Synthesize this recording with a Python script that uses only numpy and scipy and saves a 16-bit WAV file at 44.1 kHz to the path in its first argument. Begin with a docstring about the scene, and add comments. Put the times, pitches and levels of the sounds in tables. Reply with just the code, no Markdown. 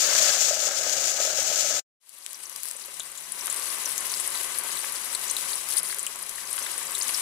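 """First, a dense rush over hollow glugs: small legumes deep-frying under the raised lid of a steel pot,
close to the left microphone port. The sound cuts to silence and fades back in on the open pot, where a
slotted spoon stirs the foam: steam bubbles fizz, larger ones pop and ring, water droplets spit.
One frying strength drives the fizz, the boil and the chance bursts; the loudest bursts have set times.
Behind the stove, the kitchen drones faintly."""
import sys
import numpy as np
from scipy import signal
from scipy.fft import rfft, irfft, next_fast_len
from scipy.io import wavfile
from scipy.ndimage import map_coordinates

SR = 44100
rng = np.random.default_rng(int(sys.argv[2]) if len(sys.argv) > 2 else 0)


def to_wav(s):
    """Save 16-bit WAV."""
    ch = np.atleast_2d(s).T  # columns
    pcm = np.round(np.clip(ch, -1, 1) * 32767)  # PCM
    wavfile.write(sys.argv[1], SR, pcm.astype(np.int16))


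N = 317961
COVERED_S, OPEN_S = (0, 1.8), (2.1, 7.2)  # start and end of each spell of frying

# Frying strength under the lid, highest as the spoon sweeps through: (time [s], level [dB])
LID_STRENGTH = [(0, -23), (.12, -25), (.29, -22), (.39, -28), (.415, -24.5), (.48, -25.5), (.57, -26.5),
                (.75, -28), (1.07, -26), (1.17, -28), (1.4, -27.5), (1.77, -26.5)]
# Colour of the small bubbles under the lid, from close by: (frequency [Hz], gain [dB])
LID_FIZZ_COLOUR = [(1180, -33.5), (2000, -11.5), (2700, -7.5), (3670, -6.5), (5000, -3), (6900, 4),
                   (7600, -1), (8700, -8.5), (10500, -14.5), (15500, -18.5)]
# Colour of the large bubbles under the lid: (frequency [Hz], gain [dB])
LID_BOIL_COLOUR = [(15, -46.5), (25, -29), (117, -15.5), (172, -13.5), (208, -26.5), (248, -15.5),
                   (390, -11.5), (486, -7), (535, 1), (612, -2.5), (787, -8), (883, -15.5), (1050, -13.5),
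                   (1270, -12.5), (1490, -3), (2500, -15.5), (3250, -56), (5500, -120)]
# Air resonances between oil and lid: (frequency [Hz], width [Hz], gain [dB])
LID_AIR_MODES = [(401, 37, -11), (558.5, 13, 3.5), (622, 40, 2.5), (790, 90, -3), (1294, 57, 1),
                 (1440, 25, -14.5), (1643, 18, 1.5)]
def under_lid():
    """Close on the covered pot: a dense rush over a hollow boil, and one sweep of the spoon."""
    strength_db, = curves(LID_STRENGTH)
    mean_db = strength_db[:round(COVERED_S[1] * SR)].mean()
    fizz_db = strength_db - 0.6 + 1.2 * wobble(13.75)
    boil_db = -38.5 + 0.42 * (strength_db - mean_db)
    rush = fizz(LID_FIZZ_COLOUR, rate=13000, spread_db=4, clump_db=1.7,
                snap_rate=690, snaps_db=-2, crackle_db=-13, comb_db=-5.5)
    hollow = boil(LID_BOIL_COLOUR, LID_AIR_MODES, rate=2500, spread_db=1.5, clump_db=1.3, modes_db=-1.5)
    return amp(fizz_db) * rush + amp(boil_db) * hollow + spoon_sweep()


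# Frying strength in the open pot, up with stirring, down as food is lifted out: (time [s], level [dB])
OPEN_STRENGTH = [(2.24, -48.5), (2.42, -45.5), (2.9, -44.5), (3.08, -44), (3.278, -44), (3.53, -36.8),
                 (4.1, -36), (4.65, -35), (4.9, -36.5), (5.0, -38), (5.52, -35.5), (5.6, -38),
                 (5.76, -35.5), (5.82, -39.5), (6.15, -41.5), (6.47, -41), (6.6, -36.5), (6.87, -38),
                 (7.2, -33)]
# Colour of the small bubbles, open to the microphone: (frequency [Hz], gain [dB])
OPEN_FIZZ_COLOUR = [(1180, -25), (2000, -11), (2480, -6.5), (3400, -5), (3900, -3.5), (4550, -6.5),
                    (5220, -6), (7000, -3.5), (8100, -0.5), (8900, -2.5), (10150, 2.5), (11100, -3),
                    (12300, -8.5), (15500, -16.5)]
# Colour of the large bubbles in the open pot: (frequency [Hz], gain [dB])
OPEN_BOIL_COLOUR = [(140, -40), (230, -9), (265, -18), (375, -15.5), (449, -14), (543, -7.5), (851, -6),
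                    (1090, 0), (1440, -5), (2010, -5), (2500, -7.5), (3250, -9), (5500, -120)]
# Air resonances of the open pot: (frequency [Hz], width [Hz], gain [dB])
OPEN_AIR_MODES = [(387.4, 62, -7), (553, 26, -5), (980, 41, -4), (1170.5, 8.9, 2.5), (1538, 12, 0.5),
                  (2030, 88, -5)]
def open_pot(knee_db=-38.5, boil_slope=1.72):
    """Close on the open pot: quieter, finer, brighter foam, and a boil that grows until it rolls."""
    strength_db, = curves(OPEN_STRENGTH)
    fizz_db = strength_db + 1.25 + 0.95 * wobble(22)
    # Below the knee the boil loses boil_slope dB per dB of strength.
    boil_db = -41.5 - 10 * np.log10(1 + amp(boil_slope * (knee_db - strength_db)) ** 2)
    foam = fizz(OPEN_FIZZ_COLOUR, rate=12000, spread_db=0.2, clump_db=1.3,
                snap_rate=110, snaps_db=-8, crackle_db=-9, comb_db=-4.5)
    simmer = boil(OPEN_BOIL_COLOUR, OPEN_AIR_MODES, rate=5000, spread_db=3, clump_db=1.3, modes_db=-5.5)
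    return amp(fizz_db) * foam + amp(boil_db) * simmer + sputter() + plops() + spoon_tap()


def fizz(colour, rate, spread_db, clump_db, snap_rate, snaps_db, crackle_db, comb_db):
    """Countless tiny steam bubbles burst in clumps; larger ones snap and ring among them."""
    clumps = bursts(rate, spread_db) * amp(clump_db * wobble(70))
    foam = in_pot(clumps, t60=.011, walls_db=-2.5)
    snaps = in_pot(bursts(snap_rate, spread_db=3.5), t60=.018, walls_db=-0.5)
    rings = crackle(rate=450, low_hz=4200, high_hz=13000, cycles=5, spread_db=3.5)
    paths = unit(foam) + amp(snaps_db) * snaps + amp(crackle_db) * np.array([rings, steel_comb(rings)])
    combed = np.array([steel_comb(path, t60=.084) for path in paths])
    return unit(coloured(paths + amp(comb_db) * combed, colour))


def boil(colour, modes, rate, spread_db, clump_db, modes_db):
    """Large bubbles break the surface and ring the air in the pot."""
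    blows = bursts(rate, spread_db) * amp(clump_db * wobble(80))
    body = unit(coloured(in_pot(blows, t60=.014, walls_db=-3), colour))
    hollow = unit(resonating(in_pot(blows, t60=.018, walls_db=12), modes))
    return unit(body + amp(modes_db) * hollow)


# Loudest ringing bubbles in the open pot: (time [s], relative level [dB], pitch [Hz])
LOUD_POPS = [(2.3449, -35, 5530), (2.4549, -35.5, 6040), (2.7656, -30, 8000), (2.9406, -32.5, 8100),
             (2.9969, -26, 6970), (3.0034, -31, 3550), (3.1754, -29, 7070), (3.3207, -22, 9500),
             (3.4095, -30.5, 5660), (3.4588, -24, 10800), (3.4998, -20.5, 7300), (3.527, -21, 9500),
             (3.5621, -23, 8600), (3.8584, -22.5, 5650), (3.9792, -21.5, 6420), (4.0067, -23, 9700),
             (4.0564, -26, 10900), (4.0672, -26, 10600), (4.0975, -28, 5900), (4.1392, -24.5, 4930),
             (4.1939, -29, 8200), (4.1991, -22, 8100), (4.2639, -29, 10000), (4.2761, -21, 9600),
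             (4.3036, -26, 10100), (4.3493, -31.5, 3900), (4.586, -18, 10160), (4.7177, -26, 6660),
             (4.7721, -32, 3740), (4.7895, -24, 8600), (4.9225, -23, 10500), (4.9583, -32, 5050),
             (5.1493, -20, 8300), (5.1493, -28, 4080), (5.2789, -27, 7100), (5.2991, -22, 6400),
             (5.3109, -18, 8500), (5.3668, -26.5, 3730), (5.5319, -29, 4240), (5.5563, -23.5, 9240),
             (5.7377, -26, 9200), (5.7687, -15.5, 9650), (5.8316, -22.5, 10400), (5.8567, -25, 9400),
             (5.9934, -22, 7470), (6.0298, -23.5, 9100), (6.0657, -20, 7860), (6.0685, -33, 2790),
             (6.2269, -26, 10050), (6.357, -27.5, 10350), (6.404, -34, 9800), (6.5102, -25, 8500),
             (6.5298, -20.5, 9400), (6.5621, -24.5, 9200), (6.625, -30, 5840), (6.7163, -27, 8950),
             (6.7798, -22.5, 9270), (6.9192, -25, 8400), (6.9508, -21, 7760), (6.9508, -27.5, 3680),
             (6.981, -27, 8800), (7.0015, -21.5, 8400), (7.0121, -27, 4880), (7.0223, -20.5, 6500),
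             (7.0293, -22, 9540), (7.1444, -21, 5180), (7.1966, -24.5, 9200)]
# Colour of a tearing bubble film: (frequency [Hz], gain [dB])
CRACK_COLOUR = [(200, -43), (1200, -28), (4000, -12.5), (9800, 16), (13000, -1.5), (16000, -27)]
def pops():
    """Big bubbles crack open, ring and splinter; lesser ones burst at random among them."""
    fine = strays(OPEN_S, OPEN_STRENGTH, rate=16, over_db=8, spread_db=6, low_hz=7500, high_hz=11500)
    coarse = strays(OPEN_S, OPEN_STRENGTH, rate=8, over_db=-1.5, spread_db=4, low_hz=3400, high_hz=7000)
    events = np.vstack([LOUD_POPS, fine, coarse])
    cracks = coloured(in_pot(clicks(events), t60=.021, walls_db=5), CRACK_COLOUR)
    shards = splinters(events, delay_s=.005, detune=.14, loss_db=11)
    tones = bubbles(np.vstack([events, shards]), cycles=4.8, rise=.08, tail_db=-12, t60=.045)
    return amp(8) * tones + amp(5.5) * cracks


# Loudest droplets spitting near the microphone: (time [s], relative level [dB])
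LOUD_SPITS = [(0.3341, -17), (1.4294, -17), (1.5774, -17), (2.0935, -19.5), (2.3318, -19), (2.4971, -19.5),
              (2.5617, -15), (2.6334, -12.5), (2.656, -18), (2.6858, -19.5), (2.708, -25), (2.7125, -16.5),
              (3.3199, -29), (3.4701, -12.5), (3.5441, -17), (3.5808, -27), (3.785, -17), (3.9808, -11),
              (4.123, -16), (4.3861, -18), (4.958, -25), (5.3667, -15), (5.6888, -13), (5.7629, -19),
              (5.7904, -19), (5.879, -24), (5.9462, -15), (5.9859, -14), (6.0657, -14), (6.2941, -15),
              (6.5689, -16), (6.9087, -18), (6.981, -18), (7.0015, -19), (7.0325, -16)]
# Colour of their dry snap: (frequency [Hz], gain [dB])
SPIT_COLOUR = [(200, -50.5), (1200, -15.5), (4000, -8), (9800, 7.5), (15000, -2)]
def spits():
    """Water droplets flash to steam, one sharp click each, over a patter of weaker ones."""
    covered = strays(COVERED_S, LID_STRENGTH, rate=5, over_db=5, spread_db=3)
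    uncovered = strays(OPEN_S, OPEN_STRENGTH, rate=24, over_db=12.5, spread_db=9)
    flashes = clicks(LOUD_SPITS) + clicks(covered) + clicks(uncovered)
    return amp(6) * coloured(in_pot(flashes, t60=.014, walls_db=-5), SPIT_COLOUR)


# Largest bubbles heaving up under the lid, then a few faint knocks of the stirring spoon in the open pot: (time
# [s], relative level [dB], pitch [Hz])
LOUD_GLUGS = [(.03, -33, 610), (.2, -21, 619), (.229, -25, 620), (.288, -24, 620), (.412, -29, 613),
              (.508, -15.5, 585), (.531, -20, 630), (.627, -19, 594), (.67, -19.5, 590), (.708, -22, 550),
              (.865, -20, 593), (1.147, -28, 620), (1.2, -16, 605), (1.249, -21.5, 546),
              (1.273, -19.5, 615), (1.386, -20.5, 540), (1.514, -21, 616), (1.643, -24, 627),
              (1.708, -21, 606), (2.751, -40, 541), (2.882, -39, 550), (3.865, -36, 570)]
# What the pot's air passes on to the microphone: (frequency [Hz], gain [dB])
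HOLLOW_COLOUR = [(100, -21.5), (450, -2.5), (900, -2), (3000, -20.5)]
def glugs():
    """Each large bubble, or a light knock of the spoon, sounds a short note in the pot's hollow; lesser ones
    heave under the lid."""
    lesser = strays(COVERED_S, LID_STRENGTH, rate=26, over_db=-2.5, spread_db=3, low_hz=550, high_hz=660)
    notes = bubbles(np.vstack([LOUD_GLUGS, lesser]), cycles=3, rise=.03, tail_db=-21, t60=.045)
    return amp(-0.6) * coloured(notes, HOLLOW_COLOUR)


# Spoon strokes in the open pot: (middle time [s], length [s], level [dB])
STIRS = [(2.436, 0.019, -42), (2.677, 0.1, -40), (3.67, 0.2, -37), (3.913, 0.088, -36), (5.065, .03, -39),
         (5.547, 0.074, -36.5), (5.716, 0.069, -32), (5.783, 0.035, -26.5), (5.887, 0.093, -35.5),
         (7.089, 0.033, -33)]
# Colour of a flurry of bursts: (frequency [Hz], gain [dB])
SPUTTER_COLOUR = [(200, -46), (1200, -9), (3500, 0.5), (5500, -1), (7000, -1.5), (10100, 12), (12300, 2.5),
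                  (16000, -6)]
def sputter():
    """The spoon pushes wet food under, freeing a flurry of coarse bursts and ringing bubbles."""
    stirring = sum(stroke(*stir) for stir in STIRS)
    rings = crackle(rate=500, low_hz=4000, high_hz=12000, cycles=5, spread_db=3)
    coarse = in_pot(bursts(rate=900, spread_db=4.5), t60=.016, walls_db=2)
    flurry = coarse + amp(-1) * np.array([rings, steel_comb(rings)])
    return stirring * unit(coloured(flurry, SPUTTER_COLOUR))


# Loudest low plops in the open pot: (time [s], relative level [dB], pitch [Hz])
LOUD_PLOPS = [(2.9964, -27.5, 1170), (3.4795, -21, 1170), (4.8436, -21, 2140), (5.898, -20.5, 2120),
              (5.9264, -20.5, 1900), (6.3824, -26, 1870), (6.5801, -17, 1510), (6.6646, -19, 1840),
              (7.093, -17.5, 2490)]
# Colour of slapped oil: (frequency [Hz], gain [dB])
SPLASH_COLOUR = [(250, -26), (1100, 7), (3000, 10.5), (8000, -20), (15000, -12)]
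def plops():
    """Stirred and dripping oil slaps back into the pot."""
    lesser = strays(OPEN_S, OPEN_STRENGTH, rate=3, over_db=5, spread_db=6, low_hz=930, high_hz=2340)
    events = np.vstack([LOUD_PLOPS, lesser])
    splash = coloured(in_pot(clicks(events), t60=.014, walls_db=-1), SPLASH_COLOUR)
    tones = bubbles(events, cycles=1.8, rise=.1, tail_db=-11, t60=.049)
    return amp(-4) * tones + amp(5) * splash


# Colour of oil dragged under the lid: (frequency [Hz], gain [dB])
SWEEP_COLOUR = [(250, -38.5), (1050, 3.5), (1300, 4.5), (1650, 8.5), (2000, 3), (3000, 0), (5200, 6),
                (8000, -11.5)]
def spoon_sweep():
    """The spoon drags through the oil under the lid and stirs up a coarse splashing."""
    splashing = in_pot(bursts(rate=1500, spread_db=6.5), t60=.012, walls_db=-2.5)
    return stroke(middle_s=.19, length_s=.41, db=-33.5) * unit(coloured(splashing, SWEEP_COLOUR))


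# Colour of the spoon's edge striking the pot: (frequency [Hz], gain [dB])
TAP_COLOUR = [(500, -38), (1200, -20), (2000, -8), (3600, -6), (5500, -7), (8000, -1), (10300, 1),
              (11500, -12), (13000, -24)]
def spoon_tap(at_s=2.2636, strike_db=-2.5):
    """Hard plastic meets steel in one dry tick as the spoon dips in."""
    return coloured(in_pot(clicks([(at_s, strike_db)]), t60=.005, walls_db=-9), TAP_COLOUR)


# Colour of the kitchen's room tone: (frequency [Hz], gain [dB])
ROOM_COLOUR = [(25, 6), (60, -6.5), (125, 1), (150, -3), (175, 12.5), (205, -15), (400, -14), (2000, -45)]
def kitchen():
    """Farther off, behind the stove: a faint, low, steady drone."""
    return amp(-66.5) * unit(coloured(rng.standard_normal((2, N)), ROOM_COLOUR))


def stroke(middle_s, length_s, db):
    """The flat-topped swell of one spoon stroke."""
    return amp(db) * np.exp(-(2 * (np.arange(N) / SR - middle_s) / length_s) ** 4)


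def bursts(rate, spread_db):
    """Bubble films tear at random, about rate times a second: many weak, a few strong."""
    sizes = amp(spread_db * np.clip(rng.standard_normal(N), -3, 2))
    return unit((rng.random(N) < rate / SR) * sizes * rng.choice([-1, 1], N))


def strays(span, strength, rate, over_db, spread_db, low_hz=2000, high_hz=12000):
    """Chance bursts whose level follows the frying: (time [s], level [dB], pitch [Hz])."""
    start, end = span
    when, size, pitch = rng.random((256, 3))[:int(rate * (end - start))].T
    times = start + when * (end - start)
    db = np.interp(times, *np.transpose(strength)) + over_db + spread_db * (size - .5)
    return np.column_stack([times, db, low_hz * (high_hz / low_hz) ** pitch])


def splinters(events, delay_s, detune, loss_db, count=2):
    """A torn bubble breaks into smaller ones that ring just after it, weaker and off its pitch."""
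    times, db, hz = np.transpose(events)[:, :, None]
    late, off = rng.random((len(times), count, 2)).transpose(2, 0, 1)
    columns = [times + delay_s * late, db - loss_db * (.5 + late), hz * np.exp(detune * (2 * off - 1))]
    return np.stack(columns, axis=-1).reshape(-1, 3)


def ring(hz, cycles, rise, size=512):
    """One row per bubble: a short damped tone whose pitch rises as the cavity opens."""
    turns = hz[:, None] * np.arange(size) / SR
    age = turns / cycles
    tone = np.sin(2 * np.pi * turns * (1 + rise * age / (1 + age)))
    return tone * np.exp(-age) * (1 - np.exp(-turns))


def crackle(rate, low_hz, high_hz, cycles, spread_db):
    """A crowd of bubbles of all sizes rings at random moments."""
    when, pitch, chance = rng.random((4096, 3))[:int(rate * N / SR)].T
    tones = ring(low_hz * (high_hz / low_hz) ** pitch, cycles, rise=.1)
    sizes = amp(-spread_db * np.log(chance + .007))
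    samples = (when * N).astype(int)[:, None] + np.arange(tones.shape[1])
    return unit(np.bincount(samples.ravel(), (tones * sizes[:, None]).ravel())[:N])


def bubbles(events, cycles, rise, tail_db, t60, size=2048):
    """Single bubbles ring at their own pitch; the pot keeps each pitch alive a little longer."""
    out, t = np.zeros((2, N + size)), np.arange(size) / SR
    tones = ring(np.array(events)[:, 2], cycles, rise, size)
    for (at_s, db, hz), tone in zip(events, tones):
        beats = signal.resample(rng.standard_normal((2, size // 40)), size, axis=1)
        envelope = amp(-60 * t / t60) * (1 - np.exp(-t / .001))
        tail = beats * np.sin(2 * np.pi * hz * t) * envelope
        out[:, round(at_s * SR):][:, :size] += amp(db) * (tone + amp(tail_db) * tail)
    return out[:, :N]


def clicks(events):
    """One impulse for each (time [s], level [dB]) row."""
    times, db = np.transpose(events)[:2]
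    return np.bincount(np.round(times * SR).astype(int), amp(db), N)


def in_pot(x, t60, walls_db):
    """Two paths from oil to microphone: straight with the walls' answer, and scattered only."""
    straight = (x + amp(walls_db) * echoes(x, t60)) / np.hypot(1, amp(walls_db))
    return np.array([straight, echoes(x, t60)])


def echoes(x, t60):
    """Dense reflections: each click leaves noise of equal energy that falls 60 dB in t60 seconds."""
    keep = np.exp(-np.log(1e6) / (t60 * SR))
    energy = signal.lfilter([1 - keep], [1, -keep], x ** 2)
    return np.sqrt(energy) * rng.standard_normal(N)


def steel_comb(x, t60=.057, count=60, size=1024):
    """Close reflections off the steel comb the treble into many narrow peaks."""
    delays = rng.integers(size // 32, size, count)
    gains = rng.choice([-1, 1], count) * amp(-60 * delays / SR / t60)
    taps = np.diff(np.bincount(delays, gains, size), prepend=0)
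    return signal.oaconvolve(x, taps / np.linalg.norm(taps))[:len(x)]


def resonating(x, modes):
    """The pot's air rings in band-pass resonances of alternating sign."""
    return filtered(x, lambda f: sum(
        (-1) ** k * amp(db) * 1j * f * width / (centre ** 2 - f ** 2 + 1j * f * width)
        for k, (centre, width, db) in enumerate(modes)))


# Likeness of the two microphone ports, clipped to 0..1 in use: (frequency [Hz], likeness [ratio])
PORT_LIKENESS = [(60, 1), (130, 0.8), (290, 0.95), (640, 0.8), (1410, 0.4), (3100, -10), (6820, 0.67),
                 (15000, -1)]
def microphone(paths, balance, lag_s=.0001):
    """The left port faces the oil; the right one shares its bass but gets weak, scattered treble."""
    size = next_fast_len(N + 8192, True)
    hz = np.fft.rfftfreq(size, 1 / SR)
    straight, scattered = rfft(paths, size)
    alike = np.clip(along(PORT_LIKENESS, hz), 0, 1)
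    right_gain = amp(-along(balance, hz))
    delayed = np.exp(-2j * np.pi * hz * lag_s) * straight
    right = right_gain * (alike * delayed + np.sqrt(1 - alike ** 2) * scattered)
    trim = 2 / np.sqrt(1 + right_gain ** 2 + 2 * alike * right_gain)  # ports' mean stays near source level
    return irfft(trim * np.array([straight, right]), size)[:, :N]


def amp(db):
    """Decibels to gain."""
    return 10 ** (np.asarray(db) / 20)


def unit(x):
    """x at rms 1."""
    return x / np.sqrt(np.mean(x ** 2) + 1e-20)


def along(points, hz):
    """(frequency [Hz], value) points read on a log axis."""
    knots_hz, values = np.transpose(points)
    return np.interp(np.log(hz + 1), np.log(knots_hz + 1), values)


def curves(rows):
    """One value per sample for each column after the time."""
    times, *columns = np.transpose(rows)
    return [np.interp(np.arange(N) / SR, times, column) for column in columns]


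def wobble(rate):
    """A smooth random curve, rate knots a second."""
    knots = rng.standard_normal(int(N * rate / SR) + 4)
    return map_coordinates(knots, [np.arange(N) * rate / SR])


def filtered(x, response):
    """x through a frequency response."""
    size = next_fast_len(N + 8192, True)
    return irfft(rfft(x, size) * response(np.fft.rfftfreq(size, 1 / SR)), size)[..., :N]


def coloured(paths, colour, size=4096):
    """Both paths through a minimum-phase filter, so that attacks stay sharp."""
    gain = amp(along(colour, np.fft.rfftfreq(size, 1 / SR)))
    cepstrum = irfft(np.log(gain + 1e-5))
    cepstrum[1:size // 2] *= 2
    cepstrum[size // 2 + 1:] = 0
    impulse = irfft(np.exp(rfft(cepstrum)))
    return signal.oaconvolve(paths, impulse[None], axes=1)[:, :N]


# Left port over right, beside the covered pot: (frequency [Hz], level difference [dB])
LID_LEFT_BIAS = [(120, -2), (380, 3), (1290, 3.5), (2380, 4), (4400, 11), (7500, 23), (10500, 10.5),
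                 (15000, 9.5)]
# Left port over right, beside the open pot: (frequency [Hz], level difference [dB])
OPEN_LEFT_BIAS = [(120, 0.5), (380, 1.3), (1290, 4.7), (2380, 3.4), (4400, 5.6), (8120, 15.6),
                  (10000, 27.7), (15000, 15)]
def scene(cut_s=1.794, resume_s=2.0, fade_s=.25):
    """At the stove, pot close on the left: covered, a short silence, then open, with room tone."""
    t = np.arange(N) / SR
    cut_off = np.exp(-np.maximum(t - cut_s, 0) / .0049)
    pot_fade = np.clip((t - resume_s) / fade_s, 0, 1)
    room_fade = np.clip((t - resume_s) / 2.1, 0, 1)
    single_bursts = pops() + spits() + glugs()
    covered = microphone(under_lid() + single_bursts, LID_LEFT_BIAS) * cut_off
    uncovered = microphone(open_pot() + single_bursts, OPEN_LEFT_BIAS) * pot_fade
    drone = microphone(kitchen(), OPEN_LEFT_BIAS) * room_fade
    return covered + uncovered + drone


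def record(dry, top_hz=15700, edge_hz=500):
    """The treble ends steeply at the band limit."""
    return filtered(dry, lambda hz: np.clip((top_hz - hz) / edge_hz + .5, 0, 1) ** 2)


dry = scene()
out = record(dry)
to_wav(out)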